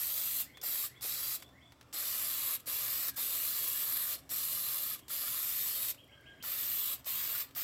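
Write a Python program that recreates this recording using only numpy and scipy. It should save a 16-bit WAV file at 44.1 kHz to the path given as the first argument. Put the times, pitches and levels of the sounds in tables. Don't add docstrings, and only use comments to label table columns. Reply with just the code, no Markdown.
import sys
import numpy as np
from scipy import signal
from scipy.io import wavfile
from scipy.ndimage import uniform_filter1d

SR = 44100
rng = np.random.default_rng(int(sys.argv[2]) if len(sys.argv) > 2 else 0)


def magnitude_from_level(level_db):
    exponent = np.asarray(level_db, float) / 20
    return 10 ** exponent


def store_wav(level_fs):
    pcm = np.round(np.clip(np.atleast_2d(level_fs), -1, 1) * 32767)
    wavfile.write(sys.argv[1], SR, pcm.T.astype(np.int16))


N = 336483


def evened(x):
    return x / np.sqrt(np.mean(x ** 2) + 1e-20)


def read(points, hz):
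    f, value = np.transpose(points)
    return np.interp(np.log(hz + 1), np.log(f + 1), value)


def add(mix, s, sound):
    part = mix[round(s * SR):][:len(sound)]
    part += sound[:len(part)]


def resonate(x, hz, width):
    turn = np.exp(2j * np.pi * np.cumsum(hz * np.ones(len(x))) / SR)
    r = np.exp(-np.pi * width / SR)
    return 2 * (turn * signal.lfilter([1 - r], [1, -r], x / turn)).real


def wobble(ms):
    span = max(int(ms * SR / 1000), 2)
    smooth = uniform_filter1d(rng.standard_normal(N), span)
    return evened(uniform_filter1d(smooth, span))


def drifting_patches(shape, bins, frames):
    across_pitch = uniform_filter1d(rng.standard_normal(shape), bins, axis=0)
    return evened(uniform_filter1d(across_pitch, frames, axis=1))


def tail(x, t60, dull_hz):
    t = np.arange(SR // 2) / SR
    dulling = np.exp(-2 * np.pi * dull_hz / SR)
    taps = signal.lfilter([1], [1, -dulling], rng.standard_normal(len(t)))
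    taps *= magnitude_from_level(-60 * t / t60) * (t > .003)
    return signal.fftconvolve(x, taps / np.linalg.norm(taps))[:N]


# pitch in Hz, level in dB per Hz.
AIR_COLOUR = [(15, -49), (25, 0.5), (211, -6), (622, -8), (712, -9.5), (815, -14), (1100, -11), (3700, -22),
              (4350, -24), (5400, -23), (6520, -29), (7670, -24), (9260, -33), (13200, -30), (15900, -32)]
# pitch in Hz, width in Hz, level in dB.
HUM_LINES = [(120.7, 16, -68.5), (270.8, 30, -70.5), (67, 20, -69)]
# time in seconds, change in level in dB.
TRAFFIC_SWELL = [
    (0, -0.5),
    (1.0, -1.5),
    (1.8, -3),
    (2.5, -2),
    (3.5, 4.5),
    (4.5, 0),
    (5.5, -0.3),
    (6.5, 1.2),
    (7.63, -1),
]


def air():
    hz, t, z = signal.stft(rng.standard_normal(N), SR, nperseg=2048)
    patches_db = 2.9 * drifting_patches(z.shape, 8, 6)
    s, db = np.transpose(TRAFFIC_SWELL)
    swell_db = np.outer(1 / (1 + (hz / 500) ** 4), np.interp(t, s, db))
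    colour_db = read(AIR_COLOUR, hz)[:, None] + patches_db + swell_db
    wash = signal.istft(z * magnitude_from_level(colour_db), SR, nperseg=2048)[1][:N]
    hum = sum(magnitude_from_level(db) * evened(resonate(rng.standard_normal(N), f, w)) for f, w, db in HUM_LINES)
    return magnitude_from_level(-64.5) * evened(wash) + hum


# start pitch in Hz, end pitch in Hz, share of the length spent rising.
WHISTLE_KINDS = [
    (1705, 2270, .98),
    (2945, 3455, .42),
    (2300, 3215, .52),
    (1840, 2250, .69),
]
# start in seconds, length in seconds, level in dB.
WHISTLE_NOTES = [
    [(.446, 0.064, -56.5), (.88, .075, -58), (1.524, .07, -59.5)],
    [(.531, 0.047, -53.5), (.95, 0.035, -55), (1.391, 0.054, -58), (1.607, 0.047, -57.5)],
    [(4.996, 0.04, -62), (5.971, 0.033, -52), (6.113, 0.029, -53), (6.255, 0.031, -50.5), (6.4, 0.021, -50)],
    [(6.078, .024, -59), (6.222, 0.024, -59), (6.365, .025, -61)],
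]
# time in seconds, pitch in Hz, level in dB.
HOARSE_CALLS = [
    [(3.105, 1660, -68), (3.14, 1640, -60), (3.18, 1640, -70)],
    [(6.09, 1590, -69), (6.14, 1600, -72), (6.18, 1610, -67), (6.23, 1600, -71), (6.28, 1620, -67),
     (6.37, 1605, -68), (6.44, 1585, -68)],
]


def whistle(from_hz, to_hz, rise, length, db):
    u = np.linspace(0, 1, int(length * SR))
    reached = np.minimum(u / rise, 1) ** 0.99
    hz = from_hz + (to_hz - from_hz) * reached
    hz *= 1 + 0.015 * np.sin(2 * np.pi * 45 * u * length)
    loudness = magnitude_from_level(db - 3.9 * (2.5 - rise) * (1.5 - reached)) * np.hanning(len(u)) ** 0.094
    return loudness * np.sin(2 * np.pi * np.cumsum(hz) / SR)


def hoarse_call(s, hz, db):
    t = np.arange(s[0], s[-1], 1 / SR)
    pitch = np.interp(t, s, hz)
    tone = np.sqrt(2) * np.sin(2 * np.pi * np.cumsum(pitch) / SR)
    breath = resonate(resonate(rng.standard_normal(len(t)), pitch, 110), pitch, 110)
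    fuzzy = evened(tone + 0.92 * evened(breath))
    return magnitude_from_level(np.interp(t, s, db)) * fuzzy * signal.windows.tukey(len(t), .2)


def birds():
    out = np.zeros(N)
    for kind, notes in zip(WHISTLE_KINDS, WHISTLE_NOTES):
        for s, length, db in notes:
            add(out, s, whistle(*kind, length, db))
    for rows in HOARSE_CALLS:
        s, hz, db = np.transpose(rows)
        add(out, s[0], hoarse_call(s, hz, db))
    return magnitude_from_level(-1.0) * out + magnitude_from_level(-1.0) * tail(out, 0.51, 6000)


# start in seconds, peak level in dB, ring pitch in Hz.
BALL_KNOCKS = [(0.2717, -48, 1330), (0.63, -48, 1410), (0.7547, -43, 1820), (0.8368, -43, 1210),
               (1.228, -44, 1340), (2.0246, -43, 1185), (3.7552, -55, 1700), (4.572, -44, 1210),
               (4.911, -45, 1270), (4.954, -50, 1200), (5.102, -44, 1355), (5.235, -46, 1210),
               (5.277, -43, 1384), (6.437, -44, 1386), (6.5234, -47, 1310), (7.3486, -42, 1440),
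               (7.5606, -47, 1250)]


def knocks():
    out, t = np.zeros(N), np.arange(2000) / SR
    for s, db, hz in BALL_KNOCKS:
        wall = np.sin(2 * np.pi * hz * t) + 0.58 * np.sin(2 * np.pi * 1.32 * hz * t)
        add(out, s, magnitude_from_level(db - 0.5 - 60 * t / 0.056) * wall * np.minimum(t / 0.00071, 1))
    return out


# start in seconds, peak level in dB, ring pitch in Hz,
# treble against the ring in dB.
VALVE_TICKS = [(0.572, -40, 2040, -10), (1.3814, -49, 4100, -4), (1.3974, -54, 3250, 0),
               (1.4234, -38, 2080, -7), (1.49, -55, 1510, -11), (1.721, -45.5, 2190, -12),
               (1.811, -44.5, 2250, -24), (1.827, -52, 2300, -15), (2.5996, -54, 1820, -4),
               (4.9916, -46, 4180, -2), (5.9454, -46, 1250, -9), (6.043, -58, 11500, -6),
               (6.076, -63, 11500, -6), (6.2087, -61, 11000, -6), (7.4894, -54, 3200, -13),
               (7.509, -48, 3180, -14)]


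def ticks():
    out, t = np.zeros(N), np.arange(1300) / SR
    for s, db, hz, treble_db in VALVE_TICKS:
        noise = rng.standard_normal(len(t))
        ring = evened(resonate(noise, hz, 3000)) * magnitude_from_level(-60 * t / 0.035)
        crack = np.diff(noise, prepend=0) * magnitude_from_level(treble_db - 11 - 60 * t / .02)
        add(out, s, magnitude_from_level(db - 6.5) * (ring + crack))
    return out


# start in seconds, peak level in dB, pitch in Hz.
CARDBOARD_GUSTS = [(0.632, -50, 680), (1.046, -50, 600), (1.939, -55, 455), (2.674, -52, 406),
                   (3.18, -53, 690), (4.317, -50.5, 367), (5.104, -62, 668), (5.234, -55, 657),
                   (6.439, -59, 789), (7.066, -54, 650), (7.565, -53, 686)]


def gusts():
    out, t = np.zeros(N), np.arange(3000) / SR
    for s, db, hz in CARDBOARD_GUSTS:
        noise = rng.standard_normal(len(t))
        thud = evened(resonate(resonate(noise, hz, 610), hz, 610))
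        add(out, s, magnitude_from_level(db + 1 - 60 * t / 0.081) * thud * np.minimum(t / 0.0018, 1))
    return out


# start in seconds, level in dB, lower part against it in dB.
GAS_SPITS = [
    (0.614, -52.5, 2),
    (1.009, -53, -3),
    (1.927, -54.5, 4.5),
    (2.658, -51, -13),
    (3.143, -63, -2),
    (4.292, -51.5, -2.5),
    (5.081, -51, -3),
    (6.425, -54, 3),
    (7.044, -59, 2),
    (7.549, -51, -5),
]


def spits():
    out, t = np.zeros(N), np.arange(1500) / SR
    for s, db, low_db in GAS_SPITS:
        noise = rng.standard_normal(len(t))
        puff = evened(resonate(noise, 16600, 4100)) + magnitude_from_level(low_db) * evened(resonate(noise, 5200, 2700))
        add(out, s, magnitude_from_level(db + 5.5 - 60 * t / 0.056) * puff * np.minimum(t / 0.0013, 1))
    return out


# paint arrives in seconds, finger lets go in seconds.
SQUEEZE_TIMES = [(-.2, .41), (.624, .856), (1.015, 1.355), (1.93, 2.553), (2.663, 3.092), (3.158, 4.146),
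                 (4.296, 4.937), (5.089, 5.908), (6.428, 6.94), (7.053, 7.415), (7.553, 7.7)]


def through_squeezes(t, rows):
    times = [np.linspace(opens, shuts, len(row)) for (opens, shuts), row in zip(SQUEEZE_TIMES, rows)]
    return np.interp(t, np.concatenate(times), np.concatenate(rows))


# rise in seconds, release in seconds, jet at first in dB,
# jet at last in dB, paint landing in the box in dB.
SQUEEZE_STROKES = [(.02, 0.057, -44, -44, -52), (0.011, .05, -45, -44.5, -51.5),
                   (0.0085, 0.035, -43.5, -44, -50.5), (0.0079, 0.03, -42.5, -44.5, -49),
                   (0.0082, 0.03, -44, -44, -49), (0.014, 0.037, -44, -44.5, -50),
                   (.012, 0.048, -42.5, -46, -51.5), (0.013, 0.028, -45, -44, -51),
                   (0.011, 0.04, -47.5, -45.5, -50), (.015, 0.054, -45, -47.5, -49),
                   (0.0084, .04, -48.5, -45, -50)]
# time in seconds, level against the open flow in dB.
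VALVE_HICCUPS = [
    (1.401, -21),
    (1.428, -16.5),
    (2.603, -18),
    (3.147, -24),
    (4.191, -17),
    (4.994, -19),
    (5.948, -23),
    (6.996, -21),
]


def flow(t, lag, surge_db, fall_db, leak_db, hiccup_db):
    rise_bend, shut_bend, surge_s = 0.82, 1.35, 0.013
    hiccup_fade, leak_fade = 1500, 140
    out = sum(magnitude_from_level(db + hiccup_db - hiccup_fade * abs(t - s)) for s, db in VALVE_HICCUPS)
    for (opens, shuts), (rise, release, *_) in zip(SQUEEZE_TIMES, SQUEEZE_STROKES):
        since = np.maximum(t - opens - lag, 0)
        after = np.maximum(t - shuts, 0)
        surge = magnitude_from_level(surge_db * np.exp(-since / surge_s))
        opening = (1 - np.exp(-(since / rise) ** rise_bend)) * surge
        closing = magnitude_from_level(-fall_db * np.minimum(after / release, 10) ** shut_bend)
        leak = magnitude_from_level(leak_db - leak_fade * np.maximum(after - release, 0)) * np.minimum(after / release, 1)
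        out = out + opening * (closing + leak)
    return out


# pitch in Hz, share from 0 to 1.
WALL_SHARE = [(800, 0.11), (3000, 0.17), (7000, 0.2), (10000, 0.71), (13000, 0.62), (16000, 0.35)]
# extra path by the near wall in ms, at even steps.
HAND_SWEEPS = [(1.44, 1.346, 1.24, 1.196), (1.21, 1.268, 1.365), (1.352, 1.277, 1.236),
               (1.398, 1.412, 1.46, 1.52, 1.59), (1.555, 1.481, 1.411, 1.383),
               (1.41, 1.412, 1.472, 1.54, 1.506, 1.452, 1.437), (1.444, 1.451, 1.469, 1.484),
               (1.486, 1.469, 1.429, 1.386, 1.369), (1.43, 1.427, 1.482, 1.559),
               (1.705, 1.612, 1.531, 1.49), (1.337, 1.322)]


def wall_echo(hz, t):
    near = through_squeezes(t, HAND_SWEEPS)

    def late(ms):
        return np.exp(-2j * np.pi * np.outer(hz, ms) / 1000)

    face = late(near) + 0.49 * late(near + 0.266) + 0.1 * late(near - .3) + 0.16 * late(2.1 * near - .9)
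    corner_share = .3 / (1 + (hz / 7000) ** 6)
    return read(WALL_SHARE, hz)[:, None] * face + corner_share[:, None] * late(near + .22)


# pitch in Hz, level in dB per Hz.
HISS_COLOUR = [(180, -51.5), (300, -25.5), (502, -23), (583, -21), (854, -21.5), (1210, -12), (1480, -15),
               (1800, -12.5), (3120, -10), (3390, -7.5), (6270, -10.5), (7660, -6.5), (9190, -6.5),
               (13200, 15), (15900, -1)]
# pitch in Hz, width in Hz, boost in dB.
BOX_MODES = [(1068, 45, 12), (1210, 64, 0.5), (570, 68, 8.5), (2850, 150, 0.5), (4020, 360, 1.5),
             (4690, 1100, 2), (7850, 1400, 3), (9100, 290, -1.5), (12300, 2500, 0.5), (14640, 700, 6.5)]
# fizz tilt at first in dB, fizz tilt at last in dB,
# jet tilt at first in dB, jet tilt at last in dB.
NOZZLE_AIM = [(-2.5, 2.5, 1.5, -1.5), (0, -1.5, 4.5, -0.5), (-2, -1, 3.5, 2), (-2.5, -2.2, 2.5, -0.5),
              (-3, 0, -1.5, 3), (-0.4, -1.3, -0.2, -0.1), (-1, -1.7, 0.2, 0.1), (-2, -0.5, 0, 0),
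              (1.5, 2.5, 1.5, -1.5), (1.5, 5, -1, 2), (5, 8, 2, -3.5)]


def spray_colour(hz, t, shape):
    fizz_db, jet_db = (through_squeezes(t, half) for half in np.hsplit(np.array(NOZZLE_AIM), 2))
    tilt_db = np.outer(np.clip((hz - 12800) / 2500, -1, 1) * (hz > 9300), fizz_db)
    tilt_db += np.outer(np.sin(np.pi * np.clip((hz - 4100) / 2000, -1, 1)), jet_db)
    box_db = sum(db / (1 + (2 * (hz - f) / w) ** 2) for f, w, db in BOX_MODES)
    patches = drifting_patches(shape, 8, 30)
    colour_db = (read(HISS_COLOUR, hz) + box_db)[:, None] + tilt_db + 1.53 * patches
    wall_patches = magnitude_from_level(2.5 * (patches[::-1] - 1))
    return magnitude_from_level(colour_db) * (1 + wall_patches * wall_echo(hz, t))


# level in dB, at even steps.
FIZZ_LEVELS = [(-36, -36, -37, -35), (-37, -36, -39), (-39, -40, -37), (-41, -38, -37.5, -38, -35.5),
               (-37.5, -37.5, -36.5, -36.5), (-36, -37, -36, -36.5, -36, -35.5, -38.5),
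               (-36.5, -38, -37, -39), (-37.5, -39, -36.5, -37.5, -37.5), (-40, -37, -34.5, -37.5),
               (-36.5, -37, -36.5, -36.5), (-34.5, -42)]
# lag in seconds, first surge in dB, fall over the release in dB,
# leak after it in dB, share of the fizz swings from 0 to 1.
SPRAY_LAYERS = [
    (0, -4, 32, -32, 1),
    (0.001, 3.5, 24, -24, .25),
    (.006, 7, 25, -17, .2),
]


def spray():
    splutter = magnitude_from_level(0.97 * wobble(0.42) + 0.63 * wobble(3.3) + 0.27 * wobble(30))
    hz, t, z = signal.stft(rng.standard_normal(N) * splutter, SR, nperseg=512, noverlap=384)
    colour = spray_colour(hz, t, z.shape)
    above_box = 1 / (1 + (3600 / (hz + 1)) ** 6)
    above_jet = 1 / (1 + (9300 / (hz + 1)) ** 12)
    shares = [above_jet, above_box - above_jet, 1 - above_box]

    clock, out = np.arange(N) / SR, np.zeros(N)
    usual_fizz_db = -36
    swing_db = through_squeezes(clock, FIZZ_LEVELS) - usual_fizz_db
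    jet_db = through_squeezes(clock, [row[2:4] for row in SQUEEZE_STROKES])
    paint_db = through_squeezes(clock, [row[4:] * 2 for row in SQUEEZE_STROKES])
    levels_db = [usual_fizz_db, jet_db, paint_db]
    hiccups_db = [0, 4, 4]
    for share, level_db, hiccup_db, layer in zip(shares, levels_db, hiccups_db, SPRAY_LAYERS):
        lag, surge_db, fall_db, leak_db, follows = layer
        part = colour * share[:, None]
        part = part / np.linalg.norm(part, axis=0)
        hiss = evened(signal.istft(z * part, SR, nperseg=512, noverlap=384)[1][:N])
        valve = flow(clock, lag, surge_db, fall_db, leak_db, hiccup_db)
        out += hiss * valve * magnitude_from_level(level_db + follows * swing_db)
    return out


def scene():
    near = spray() + ticks() + knocks() + spits() + gusts()
    mono = near + magnitude_from_level(-14) * tail(near, 0.065, 7000) + birds() + air()
    return np.array([mono, mono])


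def roll_off(x):
    return signal.sosfilt(signal.butter(12, 17020, fs=SR, output="sos"), x)


def record(dry):
    treble_cut = signal.firwin(511, 15950, window=("kaiser", 9), fs=SR)
    limited = signal.oaconvolve(dry, treble_cut[None], "same")
    wind_cut = signal.butter(N=2, Wn=55, btype="high", fs=SR, output="sos")
    return roll_off(signal.sosfilt(wind_cut, limited))


dry = scene()
out = record(dry)
store_wav(out)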